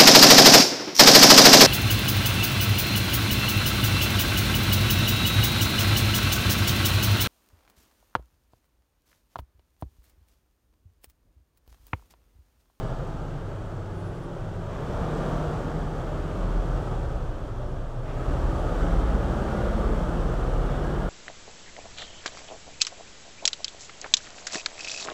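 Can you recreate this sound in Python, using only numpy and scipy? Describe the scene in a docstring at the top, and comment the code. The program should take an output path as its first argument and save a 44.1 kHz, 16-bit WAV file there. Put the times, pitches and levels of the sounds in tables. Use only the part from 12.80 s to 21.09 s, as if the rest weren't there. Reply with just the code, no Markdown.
"""A twin-cylinder motorcycle rolls through a wet rock tunnel, heard from the bike itself.
Its firings form a pulse train, which reverberation smears into a drone, a roar and a rasp above the
throb of the lowest exhaust orders. The throttle opens twice, each time with a gulp of intake air,
and the tunnel resonates in booms at some low pitches.
Tyre spray hisses on the wet road, and a few thin squeaks pass."""
import sys
import numpy as np
from scipy import signal
from scipy.fft import rfft, irfft, next_fast_len
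from scipy.io import wavfile
from scipy.ndimage import uniform_filter1d, map_coordinates

SR = 44100
rng = np.random.default_rng(int(sys.argv[2]) if len(sys.argv) > 2 else 0)


def wav_out(sig):
    """Save sig, one row per channel (or a flat mono array), as 16-bit PCM at SR to the path in sys.argv[1]."""
    wavfile.write(sys.argv[1], SR, np.round(np.clip(np.atleast_2d(sig).T, -1, 1) * 32767).astype(np.int16))


N = 365588
TIME = np.arange(N) / SR


def amp(db):
    return 10 ** (np.asarray(db) / 20)


def unit(x):
    return x / np.sqrt(np.mean(x ** 2) + 1e-20)


def along(points, hz):
    """Interpolation of (Hz, value) points on a logarithmic frequency axis."""
    f, v = np.transpose(points)
    return np.interp(np.log(hz + 1), np.log(f + 1), v)


def curves(rows):
    """Linear interpolation in time: one value per sample for each later column."""
    times, *columns = np.transpose(rows)
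    return [np.interp(TIME, times, column) for column in columns]


def wobble(rate):
    """Smooth random modulation with rate knots a second."""
    return map_coordinates(rng.standard_normal(int(N * rate / SR) + 4), [TIME * rate])


def bell(peak_s, length_s):
    """A Gaussian envelope."""
    return np.exp(-2 * ((TIME - peak_s) / length_s) ** 2)


def swells(rows, waver):
    """Phase-modulated tones under Gaussian envelopes."""
    return sum(amp(db) * bell(s, length) * np.sin(2 * np.pi * hz * TIME + waver)
               for s, hz, length, db in rows)


def filtered(x, response):
    """Linear filtering: the spectrum times a frequency response."""
    size = next_fast_len(N + SR // 2)
    return irfft(rfft(x, size) * response(np.fft.rfftfreq(size, 1 / SR)), size)[:N]


def coloured(x, spectrum):
    """Spectral shaping to rms 1, with a roll-off beyond the last point."""
    top_hz = spectrum[-1][0]
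    return unit(filtered(x, lambda hz: amp(along(spectrum, hz)) / np.maximum(hz / top_hz, 1) ** 4))


def steady(x):
    """Division by the running rms holds the slow level at 1."""
    power = uniform_filter1d(uniform_filter1d(x ** 2, SR // 6), SR // 6)
    return x / np.sqrt(np.abs(power) + 1e-9)


def built_up(effort_db, lag_s):
    """Energy storage: the tunnel's sound fills and drains with a time constant."""
    keep = np.exp(-1 / (SR * lag_s))
    power = amp(effort_db) ** 2
    return 10 * np.log10(signal.lfilter([1 - keep], [1, -keep], power, zi=[keep * power[0]])[0])


def gain(effort_db, cruise_db, slope, lag_s):
    """A power law: a layer gains slope dB for each dB of built-up effort."""
    return amp(cruise_db + slope * built_up(effort_db, lag_s))


# The squeak's glide. Each row: time in seconds, pitch in Hz, level in dB.
SQUEAK_GLIDE = [(1.11, 8875, -100), (1.135, 9285, -66), (1.19, 9406, -67), (1.25, 9800, -67),
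                (1.3, 10200, -72), (1.35, 9780, -69), (1.385, 9990, -70), (1.415, 10020, -76),
                (1.44, 9580, -63), (1.47, 8550, -78), (1.49, 8200, -100)]
# Its partials. Each row: multiple of the pitch, relative level in dB.
PARTIALS = [(.5, -11), (1, -4), (1.215, -18), (1.56, -19)]
# Faint chirps. Each row: peak time in seconds, pitch in Hz, length in seconds, level in dB.
FAINT_CHIRPS = [(1.115, 10600, .022, -74), (5.8, 9300, .06, -68), (5.805, 10620, .06, -73)]


def squeaks():
    """Frequency modulation: a whistle with inharmonic partials glides, and short chirps waver."""
    hz, db = curves(SQUEAK_GLIDE)
    phase = 2 * np.pi * np.cumsum(hz * (1 + .004 * wobble(150))) / SR
    sounding = db > max(db[0], db[-1])
    whistle = np.zeros(N)
    for multiple, partial_db in PARTIALS:
        envelope = amp(db + partial_db + 1.5 + 2 * wobble(30.8))
        whistle += envelope * np.sin(multiple * phase + 0.7 * wobble(280))
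    return sounding * whistle + swells(FAINT_CHIRPS, waver=.9 * wobble(250))


# The hiss spectrum. Each row: frequency in Hz, relative gain in dB.
HISS_SPECTRUM = [(1000, -31), (1900, -5.5), (2700, -3), (3250, -0.5), (4100, -7), (4600, -6.5), (5000, -9),
                 (5600, -7.5), (6700, -10), (7700, -10), (9200, -15.5), (10500, -21.5), (12200, -23.5),
                 (13900, -21.5), (15700, -27)]


def hiss(bark, effort_db):
    """Incoherent sources add in power: fine tyre spray joins the top of the engine noise."""
    spray = unit(rng.standard_normal(N) * amp(1.8 * wobble(3000)))
    noise = coloured(bark + 1.44 * spray, HISS_SPECTRUM)
    return gain(effort_db, cruise_db=-55, slope=0.88, lag_s=.005) * noise


# The rock's reverberation. Each row: frequency in Hz, time to decay by 60 dB in seconds.
REVERB_TIMES = [(60, 1.75), (300, 2.24), (1500, 2.8), (5000, 1.03), (14000, 0.26)]


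def tunnel(x, direct_db):
    """Time-varying reverberation: each passing stretch of wall has its own impulse response."""
    hop = SR // 5
    running = np.pad(x, (SR, 0), mode="reflect")  # the tunnel is already ringing at the start
    starts = range(0, len(running), hop)
    noise = np.float32(rng.standard_normal((len(starts), SR + SR // 2)))
    hz, t, spectra = signal.stft(noise, SR, nperseg=256)
    decay = np.float32(amp(-60 * t / along(REVERB_TIMES, hz)[:, None]))
    tails = signal.istft(spectra * decay, SR, nperseg=256)[1]
    fade = np.sin(np.linspace(0, np.pi, 2 * hop))
    echo = np.zeros(2 * N)
    for start, tail in zip(starts, tails):
        stretch = running[start:start + len(fade)]
        answer = signal.fftconvolve(stretch * fade[:len(stretch)], tail / np.linalg.norm(tail))
        echo[start:start + len(answer)] += answer
    return unit(echo[SR:SR + N] + amp(direct_db) * x)


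# Tunnel booms. Each row: peak time in seconds, pitch in Hz, length in seconds, level in dB.
RESONANCES = [(.25, 131, .5, -38), (1.15, 98, .4, -33), (1.4, 169, .8, -39), (1.4, 345, .6, -44),
              (1.7, 108, .35, -35), (1.85, 95, .4, -38), (2.45, 610, .12, -38), (2.5, 152, .45, -29.5),
              (3.1, 155, .6, -34), (3.45, 87, .5, -35), (4.35, 115, .5, -34.5), (4.84, 595, .12, -42),
              (4.9, 375, .2, -43), (4.8, 125, .3, -43), (6.9, 210, .6, -34), (7.1, 440, .14, -35),
              (8.1, 147, .5, -32)]


def tunnel_booms():
    """Resonance: the tunnel swells at single pitches."""
    return swells(RESONANCES, waver=0.36 * wobble(9))


# Throttle openings. Each row: start in seconds, peak level in dB.
THROTTLE_OPENINGS = [(1.86, -53.5), (5.23, -53)]
# The spectrum of the inrushing air. Each row: frequency in Hz, relative gain in dB.
GULP_SPECTRUM = [(900, -19), (1400, -1), (2000, 1.5), (2700, -2), (3400, -9), (4300, -15), (7000, -21)]


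def intake(attack_s=0.066, decay_s=.15):
    """Flow noise: a short bright rush of air as the throttle snaps open."""
    envelope = np.zeros(N)
    for start, db in THROTTLE_OPENINGS:
        rise = np.clip((TIME - start) / attack_s, 0, 1)
        fall = np.exp(-np.maximum(TIME - start - attack_s, 0) / decay_s)
        envelope += amp(db) * rise * fall
    return envelope * coloured(rng.standard_normal(N), GULP_SPECTRUM)


# The rumble spectrum. Each row: frequency in Hz, relative gain in dB.
RUMBLE_SPECTRUM = [(8, -20), (18, -23), (27, -3), (33, -2), (42, 4), (50, 2.5), (64, 4), (82, -10),
                   (120, -5)]


def rumble(effort_db):
    """Band-limited noise in the deep bass follows the effort slowly."""
    noise = steady(coloured(rng.standard_normal(N), RUMBLE_SPECTRUM))
    return gain(effort_db, cruise_db=-41, slope=0.98, lag_s=0.2) * noise


# The lowest exhaust harmonics. 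Each row: order (multiple of the cycle rate), initial cruising level
# in dB, dB per dB of effort, growth in dB per second.
EXHAUST_ORDERS = [(2, -37.5, 0.74, 1.17), (3, -45, 0.9, 1.5), (4, -44.5, 0.66, 0.97)]
# Swells and dips of single low exhaust tones.
# Each row: time in seconds, order, length in seconds, gain in dB.
ORDER_SWELLS = [(.15, 2, 0.46, 6), (1.5, 2, 0.34, -1.5), (2.152, 4, 0.24, 6), (2.433, 4, .12, -11),
                (2.6, 3, 0.32, 4), (3.602, 3, 0.68, -6), (3.6, 4, 0.13, -2), (3.783, 2, 0.39, 8.5),
                (4.3, 4, .2, 9), (4.7, 2, 0.92, 5), (4.802, 4, 0.35, 7.5), (5.599, 4, 0.51, 5.5),
                (6.104, 2, 0.6, 4.5), (6.27, 3, 0.34, 9), (6.649, 2, .35, -3), (6.65, 3, 0.18, -6),
                (7.047, 3, 0.22, 9), (7.15, 4, .3, 3), (7.6, 2, .4, 4), (8, 4, .25, -7)]
# Brief surges of the throb. Each row: peak time in seconds, gain in dB.
THROB_SURGES = [(3.63, 3), (3.78, 4), (3.96, 5), (4.28, 4), (4.37, 5.5), (5.52, 6), (5.66, 5), (6.03, 3.5),
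                (7.09, 2.5)]


def throb(cycle, effort_db, echo_s=.45, echo_db=-9.5):
    """Interference: each low order beats against its echo, which holds an earlier engine speed."""
    def tone(turns):
        return np.sin(2 * np.pi * turns + 0.3 * wobble(8))

    echo_cycle = np.interp(TIME - echo_s, TIME, np.gradient(cycle)).cumsum()
    held_db = built_up(effort_db, lag_s=0.04)
    surge_db = sum(db * bell(s, length_s=0.04) for s, db in THROB_SURGES)
    orders = np.zeros(N)
    for order, cruise_db, slope, db_per_s in EXHAUST_ORDERS:
        swell_db = sum(db * bell(s, length) for s, which, length, db in ORDER_SWELLS if which == order)
        drive_db = cruise_db + slope * held_db + db_per_s * TIME
        envelope = amp(drive_db + swell_db + surge_db + 1.63 * wobble(14))
        direct = tone(order * cycle)
        echo = amp(echo_db) * tone(order * echo_cycle + rng.random())
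        orders += envelope * (direct + echo)
    return orders


# The silencer's passband. Each row: frequency in Hz, relative gain in dB.
DRONE_SPECTRUM = [(55, -44), (84, -6), (98, -1.5), (130, -2.5), (160, -1.5), (220, -4), (400, -21)]
# The drone's upper edge: duller in the slow stretches, brighter late on.
# Each row: time in seconds, cutoff in Hz.
DRONE_CUTOFF = [(0, 158), (1.8, 163), (2.4, 190), (3.8, 168), (4.5, 143), (5.2, 143), (5.7, 149),
                (6.1, 185.9), (6.9, 214), (7.6, 182), (8.29, 195)]


def drone(bark, booms, effort_db):
    """Low-pass filtering: the silencer passes a drone, which dips during a boom so the boom stands out."""
    hz, t, spectra = signal.stft(coloured(bark, DRONE_SPECTRUM), SR, nperseg=8192)
    cutoff_hz = np.interp(t, *np.transpose(DRONE_CUTOFF))
    passed = spectra / np.sqrt(1 + (hz[:, None] / cutoff_hz) ** 16)
    band = steady(signal.istft(passed, SR, nperseg=8192)[1][:N])
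    envelope = gain(effort_db, cruise_db=-34.5, slope=0.37, lag_s=0.092)
    boom_power = uniform_filter1d(filtered(booms, lambda hz: hz > 75) ** 2, SR // 5)
    dip = np.sqrt(np.clip(1 - boom_power / envelope ** 2, .35, 1))
    return envelope * dip * band


# The exhaust's middle and upper bands. Each row: frequency in Hz, relative gain in dB.
ROAR_SPECTRUM = [(110, -11), (170, -8), (230, -4), (270, -1), (310, 0), (355, 0.3), (440, -2), (490, -2),
                 (540, -2), (590, -1.5), (690, -5.5), (850, -11.5), (1000, -21), (2500, -65)]
RASP_SPECTRUM = [(600, -20.5), (900, -2), (1010, -5.5), (1170, 0.5), (1360, -1.5), (1600, -6),
                 (1850, -14.5), (2200, -25), (2900, -35.5), (6000, -85)]


def exhaust(bark, effort_db):
    """Source and filter: two bands of the echoing firings roar and rasp as the throttle opens."""
    roar = steady(coloured(bark, ROAR_SPECTRUM))
    rasp = steady(coloured(bark, RASP_SPECTRUM))
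    return (gain(effort_db, cruise_db=-36, slope=1.07, lag_s=0.014) * roar
            + gain(effort_db, cruise_db=-44.5, slope=1.1, lag_s=0.0039) * rasp)


def firings(cycle, lag_cycles=.44, scatter_db=2, jitter_s=.0005, puff_s=0.0062, steady_flow=0.41):
    """A pulse train: two cylinders fire lag_cycles apart, each with a dying puff of turbulent gas."""
    turns = (np.arange(int(cycle[-1]))[:, None] + [0, lag_cycles]).ravel()
    timing, strength = rng.standard_normal((len(turns), 2)).T
    at = np.interp(turns, cycle, np.arange(N)) + jitter_s * SR * timing
    pulses = np.bincount(np.clip(at, 0, N - 1).astype(int), amp(scatter_db * strength), N)
    puff = np.exp(-TIME[:SR // 10] / puff_s)
    flow = steady_flow + signal.fftconvolve(pulses, puff)[:N]
    return .55 * unit(pulses) + unit(flow * rng.standard_normal(N))


# Engine speed. Each row: time in seconds, four-stroke cycles per second.
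ENGINE_SPEED = [(0, 14.7), (.6, 14.6), (1.75, 13.4), (2.2, 16.4), (2.7, 18.7), (3.1, 17.6), (3.5, 19.6),
                (4, 19.9), (4.4, 14), (5.2, 13.2), (5.5, 18.3), (5.9, 18.5), (6.4, 18.7), (7, 17.75),
                (7.5, 17.9), (8.29, 17.2)]
# How hard the engine pulls. Each row: time in seconds, effort in dB above cruising.
ENGINE_EFFORT = [(0.0, -0.8), (0.45, -4.3), (1.1, -4.9), (1.8, -4), (2.1, 1.1), (2.45, 4), (3.05, -0.3),
                 (4.05, 0.34), (4.5, -4), (5.2, -5.5), (5.45, 1.5), (6.05, 4), (6.4, 3), (6.7, 4.5),
                 (7.12, 3.5), (7.4, 2.5), (7.7, 2.5), (8.29, 3)]


def scene():
    """Superposition of all sources: speed times the firings, and effort sets the engine's loudness."""
    speed, = curves(ENGINE_SPEED)
    effort_db, = curves(ENGINE_EFFORT)
    cycle = np.cumsum(speed * (1 + .006 * wobble(5))) / SR
    bark = tunnel(firings(cycle), direct_db=-8.5)
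    bass = throb(cycle, effort_db) + rumble(effort_db)
    booms = tunnel_booms()
    engine = bass + drone(bark, booms, effort_db) + exhaust(bark, effort_db) + intake()
    return (engine + booms + squeaks() + hiss(bark, effort_db))[None]


def record(dry, top_hz=15700):
    """Band limiting: an ideal low-pass filter removes the highest treble."""
    return filtered(dry[0], lambda hz: hz < top_hz)[None]


dry = scene()
out = record(dry)
wav_out(out)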